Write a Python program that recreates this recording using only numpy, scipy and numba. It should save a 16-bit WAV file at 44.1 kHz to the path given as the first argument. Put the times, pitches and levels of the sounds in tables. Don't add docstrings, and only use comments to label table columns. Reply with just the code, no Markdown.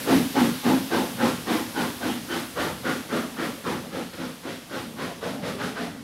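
import sys
import numpy as np
from scipy import signal
from scipy.fft import rfft, irfft
from scipy.io import wavfile
from scipy.ndimage import uniform_filter1d
from numba import njit

SR = 44100
rng = np.random.default_rng(int(sys.argv[2]) if len(sys.argv) > 2 else 0)


def volts_from_db(level):
    exponent = np.asarray(level, float) / 20
    return 10 ** exponent


def dump(signal):
    limited = np.clip(np.atleast_2d(signal).T, -1, 1)
    pcm = np.round(limited * 32767).astype(np.int16)
    wavfile.write(sys.argv[1], SR, pcm)


N = 265923
T = np.arange(N) / SR

# t/s, roar level/dB, time to full pressure/s, chimney boom/dB and low body/dB relative to the roar
BEATS = [(0.043, -20, 0.077, 2.5, -0.5), (0.333, -21.5, 0.067, 1, -0.2), (0.625, -23.5, 0.061, 4, 0.6),
         (0.898, -23.5, 0.054, -3, -3), (1.16, -22.5, 0.085, -1, -3), (1.448, -22.5, 0.07, -2, -5.5),
         (1.723, -26, 0.081, -2.5, -3), (1.99, -28, 0.073, 0, -2.5), (2.265, -27.5, 0.079, -3, -5.5),
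         (2.544, -25.5, 0.07, -12, -1), (2.823, -27, 0.067, -4, -3), (3.073, -28.5, 0.078, -1.5, -1.5),
         (3.346, -29.5, 0.079, -1.5, -1.5), (3.638, -30.5, 0.049, -2, 1.5), (3.898, -34.5, 0.073, 0.5, 0.5),
         (4.128, -41, 0.013, -5, 1.5), (4.165, -36, 0.055, 1, 2), (4.413, -36, 0.077, 0, 1),
         (4.673, -33, 0.084, -4.5, 0), (4.957, -32, 0.067, -7.5, 0), (5.205, -33.5, 0.055, -8, 2),
         (5.416, -32, 0.052, -3.5, 2.5), (5.578, -31.5, 0.059, -4, -0.5), (5.745, -34.5, 0.064, -1.5, -0.5)]
BEAT_S, ROAR_DB, _, BOOM_DB, BODY_DB = np.transpose(BEATS)
STRENGTH_DB = ROAR_DB + 29.5
# f/Hz, width/Hz, level/dB
CHIMNEY = [(242.7, 33.7, 1), (267.2, 29, -4)]
GONE_M = 4.7 * T + 1 * T ** 2 / 2


@njit
def svf(x, hz, width):
    y = np.empty(len(x))
    band, low = 0., 0.
    for i in range(len(x)):
        g = np.pi * hz[i] / SR
        k = width / hz[i]
        v = (band + g * (x[i] - low)) / (1 + g * (g + k))
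        band = 2 * v - band
        low += 2 * g * v
        y[i] = k * v
    return y


def unit(x):
    return x / np.sqrt(np.mean(x ** 2))


def filtered(x, order, hz, kind):
    return signal.sosfiltfilt(signal.butter(order, hz, kind, fs=SR, output="sos"), x)


def walk(rate):
    hold = int(SR / rate)
    steps = np.repeat(rng.standard_normal(N // hold + 1), hold)
    slewed = uniform_filter1d(uniform_filter1d(steps, hold), hold)
    return unit(slewed[:N])


def turbulence(spectrum, flicker_db, rate):
    hz = np.maximum(np.arange(N // 2 + 1) * SR / N, 1)
    points = np.array(spectrum, float)
    colour_db = np.interp(np.log(hz), np.log(points[:, 0]), points[:, 1], -90)
    colour = rfft(rng.standard_normal(N)) * volts_from_db(colour_db)
    out = 0
    for step in range(9, 29):
        share = np.clip(1 - np.abs(2 * np.log2(hz) - step), 0, 1)
        out = out + irfft(colour * share, N) * volts_from_db(flicker_db * walk(rate))
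    return unit(out)


def pipe(modes, drift, flicker_db):
    out = 0
    for hz, width, db in modes:
        centre = hz * (1 + drift * walk(6))
        swing = np.tanh(0.58 * unit(svf(rng.standard_normal(N), centre, 1. * width)))
        ring = svf(swing, centre, 2. * width)
        out = out + volts_from_db(db + flicker_db * walk(20)) * unit(ring)
    return unit(out)


def blast(layer_db, late=0., stretch=0.96, sharpen=0.98):
    width_s, bluntest = 0.047, 0.9
    out = np.zeros(N)
    t = np.arange(SR // 2) / SR
    for (start, db, rise, *_), extra_db in zip(BEATS, layer_db):
        sharp = max((rise / width_s) ** 2, bluntest)
        u = np.maximum(t - late, 0) / (rise * stretch)
        puff = (u * np.exp(1 - u)) ** (sharp * sharpen) * volts_from_db(db + extra_db)
        i = int(start * SR)
        out[i:i + len(t)] += puff[:N - i]
    return out


def leaking_steam():
    # f/Hz, level/dB per Hz
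    leak_colour = [(600, -5.5), (1500, -2), (2400, -3), (3300, -1), (5500, -5.5), (7500, -9.5),
                   (11200, -6.5), (13500, -11.5), (15700, -18)]
    start_m = 13.3
    leak_db = -36.2 - 20 * np.log10(1 + GONE_M / start_m)
    return volts_from_db(leak_db) * turbulence(leak_colour, flicker_db=0.7, rate=16.0)


def rolling_coaches():
    # t/s, level/dB
    passing = [(0, -36), (0.75, -57), (1.15, -35.5), (1.8, -39.5), (2.8, -39.5), (3.85, -38.5), (4.15, -49),
               (4.7, -43), (5.5, -38), (5.75, -42), (5.92, -38), (6.03, -40)]
    # f/Hz, level/dB per Hz
    roll_colour = [(18, -58), (30, -9), (92, -1), (245, 1), (382, -8.5), (540, -6), (642, -9), (962, -14),
                   (1440, -18), (2000, -21), (3000, -42), (3900, -68), (6600, -120)]
    roll_db = np.interp(T, *np.transpose(passing))
    coaches = volts_from_db(roll_db - 2.5) * turbulence(roll_colour, flicker_db=4.0, rate=9)
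    coaches = coaches + volts_from_db(roll_db - 9.0) * pipe(CHIMNEY, drift=0.0044, flicker_db=4.0)
    deep = filtered(coaches, 2, 80, "low")
    deep_db = 0.8 * (-43.0 - roll_db) + 3 - 0.1 * GONE_M
    return coaches + (volts_from_db(deep_db) - 1) * deep


@njit
def walls(x, lags, gain, damp):
    line, soft, out = np.zeros((8, 8192)), np.zeros(8), np.zeros(len(x))
    for i in range(len(x)):
        total = 0.
        for k in range(8):
            soft[k] += (1 - damp) * (gain[k] * line[k, (i - lags[k]) & 8191] - soft[k])
            total += soft[k]
        out[i] = total
        for k in range(8):
            line[k, i & 8191] = x[i] + soft[k] - total / 4
    return out


def yard_echo(engine):
    t60_s, damp, level_db = 0.49, 0.54, -18
    lags = rng.integers(900, 4000, 8)
    gain = volts_from_db(-60 * lags / SR / t60_s)
    return volts_from_db(level_db) * walls(engine + 1e-18, lags, gain, damp)


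def resonance_flares():
    # t/s, length/s, f/Hz, level/dB
    eddies = [
        (1.212, .014, 1530, -31),
        (2.117, .045, 3120, -41),
        (2.174, 0.031, 247, -31.5),
        (2.335, .015, 3300, -50),
        (2.91, 0.036, 1460, -35.5),
        (5.267, 0.041, 491, -34),
        (5.358, 0.056, 245, -32.5),
        (5.486, 0.047, 470, -37),
        (5.85, 0.027, 260, -44),
    ]
    out = 0
    for s, length, hz, db in eddies:
        swell = volts_from_db(db) * np.exp(-((T - s) / length) ** 2)
        out = out + swell * pipe([(hz, 0.14 * hz, 0)], drift=0.006, flicker_db=1.5)
    return out


def cap_jet():
    # f/Hz, level/dB per Hz
    jet_colour = [(900, -7), (1800, 2), (2400, 0), (3500, -1), (5500, -7.5), (7200, -13.5), (11000, -14.5),
                  (13500, -20.5), (15700, -27)]
    jet = turbulence(jet_colour, flicker_db=0.24, rate=22)
    top = filtered(jet, 2, 7000, "high")
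    hiss_db = -7.5 - 0.31 * STRENGTH_DB
    sizzle_db = -18.5 - 0.17 * STRENGTH_DB
    hiss = blast(hiss_db, late=0.0013, stretch=1.093, sharpen=1.0) * unit(jet - top)
    sizzle = blast(sizzle_db, late=0.021, stretch=1.13, sharpen=1.0) * unit(top)
    return hiss + sizzle


def nozzle_whistle():
    # f/Hz, width/Hz, level/dB
    nozzle = [(1549, 105, 7), (3074, 130, -5)]
    whistle_db = -13 + 6 * walk(4.74)[(BEAT_S * SR).astype(int)]
    whistle_db = whistle_db + 50 * np.minimum(BEAT_S - 0.33, 0)
    return blast(whistle_db, late=0.012, stretch=0.5, sharpen=0.9) * pipe(nozzle, drift=0.045, flicker_db=5.5)


def smokebox_roar():
    # f/Hz, width/Hz, level/dB
    smokebox = [(700, 72, -1), (778, 125, -2.5), (848, 102, 1), (1028, 160, 0)]
    blastpipe = [(1171, 210, -1.5), (1400, 220, -1), (1605, 220, -8), (1880, 300, -5.5)]
    bark_db = -5 / (1 + np.exp((T - 2) / 0.49))
    bark_db = bark_db + 2 * np.exp(-((T - 3.1) / 0.7) ** 2)
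    shade_db = -1 * np.maximum(T - 4.35, 0) - 0.5 * np.maximum(bark_db, 0)
    box = volts_from_db(shade_db) * pipe(smokebox, drift=0.022, flicker_db=4.0)
    bark = volts_from_db(bark_db) * pipe(blastpipe, drift=0.024, flicker_db=2.1)
    return blast(np.full(len(BEATS), -6.0)) * (box + bark)


def chimney_boom():
    # f/Hz, width/Hz, level/dB
    low_body = [(120, 73, -4.5), (176.3, 28.7, 0.5)]
    upper_stack = [(328.8, 32.3, 4.5), (362, 65, -0.5)]
    throat_modes = [(428.5, 56, -1.5), (511.5, 101, 1), (574, 38, -6)]
    thump_db = -7.5 + 1.3 * BODY_DB
    stack_db = -4.77 + 0.14 * BOOM_DB - 10 * np.maximum(BEAT_S - 4.66, 0)
    thump = blast(thump_db, late=0.0027, stretch=1.17, sharpen=0.88) * pipe(low_body, drift=0.02, flicker_db=0.5)
    boom = blast(BOOM_DB + 0.12, late=0.0097, stretch=1.043, sharpen=1.0)
    boom = boom * pipe(CHIMNEY, drift=0.011, flicker_db=0.0)
    stack = blast(stack_db, late=0.0056, stretch=0.93, sharpen=1.0)
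    stack = stack * pipe(upper_stack, drift=0.0052, flicker_db=0.2)
    throat = blast(BODY_DB - 4.0, late=0.0017, stretch=1.0, sharpen=0.99)
    throat = throat * pipe(throat_modes, drift=0.059, flicker_db=2.0)
    return thump + boom + stack + throat


def through_air(heard):
    # t/s, treble level/dB
    clouds = [(0, 0.5), (0.7, -0.5), (1.4, -0.5), (1.85, 1.5), (2.3, 1), (2.9, 0.5), (3.6, 1), (4.1, -1),
              (4.8, 0.5), (5.5, 1), (6.03, -1.5)]
    air_db = 4.5 - 0.16 * GONE_M
    heard = heard + (volts_from_db(air_db) - 1) * filtered(heard, 2, 12500, "high")
    cloud_db = np.interp(T, *np.transpose(clouds))
    return heard + (volts_from_db(cloud_db) - 1) * filtered(heard, 1, 6500, "high")


def scene():
    background = leaking_steam() + rolling_coaches()
    engine = resonance_flares() + cap_jet() + nozzle_whistle() + smokebox_roar() + chimney_boom()
    heard = through_air(engine + yard_echo(engine) + background)
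    return np.tile(heard, (2, 1))


def top_cut(x):
    return signal.sosfilt(signal.butter(12, 17040, fs=SR, output="sos"), x)


def record(dry):
    dry = signal.sosfilt(signal.butter(2, 60, "high", fs=SR, output="sos"), dry)
    dry = np.tanh(1.3 * dry) / 1.3
    dry = signal.sosfilt(signal.ellip(12, .3, 80, 15750, fs=SR, output="sos"), dry)
    return top_cut(dry)


dry = scene()
out = record(dry)
dump(out)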